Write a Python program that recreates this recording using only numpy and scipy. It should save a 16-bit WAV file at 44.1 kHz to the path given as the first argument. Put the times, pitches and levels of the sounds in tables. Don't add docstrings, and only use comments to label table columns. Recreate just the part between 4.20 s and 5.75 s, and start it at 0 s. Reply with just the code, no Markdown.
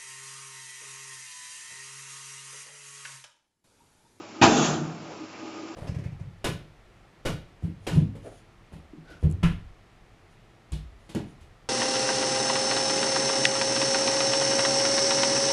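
import sys
import numpy as np
from scipy.fft import rfft, irfft, next_fast_len
from scipy.io import wavfile
from scipy.ndimage import map_coordinates

SR = 44100
rng = np.random.default_rng(int(sys.argv[2]) if len(sys.argv) > 2 else 0)


def wav_out(sig):
    wavfile.write(sys.argv[1], SR, np.round(np.clip(np.atleast_2d(sig).T, -1, 1) * 32767).astype(np.int16))


N = 68355
BLOW_S = 0.2132

# frequency_hz, relative_db
CRASH_SPECTRUM = [(30, -22), (75, -16.5), (115, -5.5), (185, -12), (250, 1), (337, -1), (520, -16.5),
                  (673, 0.5), (952, -3), (1070, -10), (1300, -12.5), (1860, -11.5), (2130, -19.5),
                  (2500, -8.5), (2750, -15.5), (3880, -18), (6440, -19.5), (7400, -18.5), (9000, -21.5)]
# frequency_hz, rise_s
CRASH_ATTACK = [(100, .011), (300, 0.0031), (750, 0.019), (2500, 0.0031), (4000, .006), (7000, 0.024)]
# frequency_hz, t60_s
CRASH_DECAY = [(60, 0.34), (250, 0.3), (800, 0.24), (2500, 0.27), (7000, 0.15)]
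def crash():
    def shape(hz):
        return envelope(BLOW_S, rise=along(CRASH_ATTACK, hz), hold=0.028, t60=along(CRASH_DECAY, hz))
    return amp(-10) * by_band(noise(CRASH_SPECTRUM), shape)


# pitch_hz, level_db, early_t60_s
PILE_MODES = [(149, -31, 2.85), (229, -27, 1.44), (259, -24, 1.2), (305.7, -27.5, 1.9),
              (335.6, -22.5, 1.37), (442, -32, 1.17), (652, -29.5, 0.57), (693, -28.5, 0.66),
              (810, -23.5, 0.83), (877, -28.5, 1.3), (968, -22.5, 0.43), (1240, -26.5, 0.55),
              (2705, -43, 1.1), (3533, -35, 0.84)]
def pile_modes():
    beat_depth = 0.45
    age = np.maximum(clock() - BLOW_S, 0)
    out = np.zeros(N)
    for hz, db, t60 in PILE_MODES:
        phase = 2 * np.pi * (hz * age + rng.random())
        beating = wobble(17.04) * np.sin(phase) + wobble(17.28) * np.cos(phase)
        out += amp(db - 60 * age / t60) * (np.sin(phase) + beat_depth * beating)
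    return out * envelope(BLOW_S, rise=0.011, hold=0.45, t60=.9)


# frequency_hz, relative_db
WASH_SPECTRUM = [(30, -24.5), (75, -24.5), (110, -14), (151, -4.5), (190, -2.5), (300, -1.5), (420, -3),
                 (523, -7.5), (705, -3.5), (1020, -11.5), (1410, -9.5), (2040, -23), (2620, -17.5),
                 (3230, -19), (4300, -23), (5360, -21), (6590, -18), (8000, -21.5)]
# frequency_hz, hold_s
WASH_SUSTAIN = [(60, .3), (150, 0.34), (350, 0.18), (1200, 0.28), (3000, 0.25), (7000, .28)]
# frequency_hz, t60_s
WASH_DECAY = [(60, 1.4), (150, 1.45), (350, 1.11), (1200, 0.78), (3000, 0.56), (7000, 0.52)]
def pile_wash():
    def shape(hz):
        return envelope(BLOW_S, rise=0.056, hold=along(WASH_SUSTAIN, hz), t60=along(WASH_DECAY, hz))
    sag_db_per_s = 8.5
    gain = amp(-20.5 - sag_db_per_s * (clock() - BLOW_S))
    return gain * by_band(shell_comb(noise(WASH_SPECTRUM)), shape)


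def shell_comb(x):
    spacing_hz, ripple_db, full_depth_hz = 20, 3.2, 2200
    peaks = rng.standard_normal(2048)
    def response(hz):
        comb = np.clip(map_coordinates(peaks, [hz / spacing_hz]), -2, 2)
        depth_db = ripple_db * np.minimum(hz / full_depth_hz, 1)
        return amp(depth_db * (comb - .4))
    return unit(filtered(x, response))


# pitch_hz, width_hz, relative_db
SHIMMER_LINES = [(2690, 36, -6.5), (3300, 130, -6), (5860, 28, -1), (6400, 36, -2.5), (6584, 20, 4),
                 (6830, 180, -8)]
def shimmer():
    return amp(-31.6) * resonances(SHIMMER_LINES) * envelope(.31, rise=.11, hold=.14, t60=.19)


# pitch_hz, width_hz, relative_db
BOOM_LINES = [(156.1, 20, 0)]
def boom():
    return amp(-36.5) * resonances(BOOM_LINES) * envelope(0.38, rise=0.027, hold=0.27, t60=0.72)


# start_s, level_db
SLEEVE_CONTACTS = [(.363, -32), (.435, -31.5), (.53, -40)]
# frequency_hz, relative_db
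RATTLE_SPECTRUM = [(300, -18), (1400, -15.5), (2100, -18), (3200, 10), (5000, -4), (7300, 6),
                   (12000, -25.5)]
def sleeve_rattles():
    bursts = sum(amp(db) * envelope(start, rise=.008, hold=0.017, t60=0.17)
                 for start, db in SLEEVE_CONTACTS)
    return noise(RATTLE_SPECTRUM) * bursts


# frequency_hz, relative_db
RUSH_SPECTRUM = [(30, -29), (70, -29.5), (110, -19), (177, -7), (260, -5.5), (380, -3.5), (523, -8.5),
                 (600, -7), (1090, -9.5), (1350, -11), (1860, -18.5), (2340, -14), (2800, -15.5),
                 (3200, -19.5), (3880, -22), (5480, -18.5), (6000, -23), (7400, -23), (9000, -29.5)]
# time_s, level_db
RUSH_LEVEL = [(0, -45), (.13, -45), (0.798, -45), (.92, -44), (1.1, -45), (1.261, -43), (1.55, -43.5)]
def machinery():
    rush_db = np.interp(clock(), *np.transpose(RUSH_LEVEL)) + 0.57 * wobble(35)
    rush = amp(rush_db) * noise(RUSH_SPECTRUM)
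    hum_hz = 104.4
    hum = amp(-60) * np.sin(2 * np.pi * hum_hz * clock() + .3 * wobble(6))
    return rush + hum


# pitch_hz, width_hz, relative_db
DRONE_LINES = [(261, 61, -12), (320, 20, -0.5), (397, 44, -17), (589, 24, -15), (823, 36, -20),
               (1233, 16, -12)]
# peak_s, half_length_s, level_db
DRONE_PEAKS = [(0, 0.01, -33), (0.194, 0.033, -41.5), (0.87, 0.024, -46.5), (1.024, 0.039, -39.5),
               (1.258, 0.05, -38), (1.412, 0.068, -40), (1.512, 0.012, -40.5)]
def drone():
    swells = sum(amp(db) * swell(peak, half) for peak, half, db in DRONE_PEAKS)
    return (amp(-53) + swells) * resonances(DRONE_LINES)


# start_s, length_s, centre_hz, level_db
SITE_SCRAPES = [(0.875, 0.082, 680, -44), (1.117, 0.064, 2230, -50)]
def scrapes():
    width_octaves = 0.39
    out = np.zeros(N)
    for start, length, centre, db in SITE_SCRAPES:
        band = lambda hz: np.exp(-(np.log2((hz + 1) / centre) / width_octaves) ** 2 / 2)
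        rasp = unit(filtered(rng.standard_normal(N), band))
        out += amp(db) * rasp * swell(start + length / 2, length / 2)
    return out


def resonances(table):
    out = np.zeros(N)
    for hz, width, db in table:
        knots = rng.standard_normal((2, 1024))
        real, imag = (map_coordinates(k, [clock() * width * 1.5], mode="wrap") for k in knots)
        sway = (real + 1j * imag) / (real ** 2 + imag ** 2 + .1) ** .25
        line = np.real(sway * np.exp(2j * np.pi * hz * clock()))
        band = lambda f: 1 / (1 + ((f - hz) / (2 * width)) ** 4)
        out += amp(db) * np.sqrt(width) * filtered(line, band)
    return unit(out)


def noise(spectrum):
    return unit(filtered(rng.standard_normal(N), lambda hz: amp(along(spectrum, hz))))


def by_band(x, shape, count=12):
    centres = np.geomspace(50, 7500, count)
    return sum(shape(c) * filtered(x, lambda hz: along(np.c_[centres, centres == c], hz))
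               for c in centres)


def filtered(x, response):
    size = next_fast_len(N + SR // 2)
    return irfft(rfft(x, size) * response(np.fft.rfftfreq(size, 1 / SR)), size)[:N]


def envelope(start, rise, hold, t60):
    age = clock() - start
    return np.clip(age / rise, 0, 1) * amp(-60 * np.maximum(age - hold, 0) / t60)


def swell(centre, half):
    return np.exp(-((clock() - centre) / half) ** 2)


def wobble(rate):
    return map_coordinates(rng.standard_normal(256), [clock() * rate], mode="wrap")


def along(points, hz):
    frequencies, values = np.transpose(points)
    return np.interp(np.log(hz + 1), np.log(frequencies + 1), values)


def amp(db):
    return 10 ** (np.asarray(db) / 20)


def unit(x):
    return x / np.sqrt(np.mean(x ** 2) + 1e-20)


def clock():
    return np.arange(N) / SR


def scene():
    blow = crash() + pile_modes() + pile_wash() + shimmer() + boom() + sleeve_rattles()
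    site = machinery() + drone() + scrapes()
    return (blow + site)[None]


def record(dry):
    ceiling, knee_order = .85, 6
    cutoff_hz, filter_order = 7460, 75
    rounded = dry / (1 + np.abs(dry / ceiling) ** knee_order) ** (1 / knee_order)
    lowpass = lambda hz: 1 / np.sqrt(1 + (hz / cutoff_hz) ** (2 * filter_order))
    return np.array([filtered(channel, lowpass) for channel in rounded])


dry = scene()
out = record(dry)
wav_out(out)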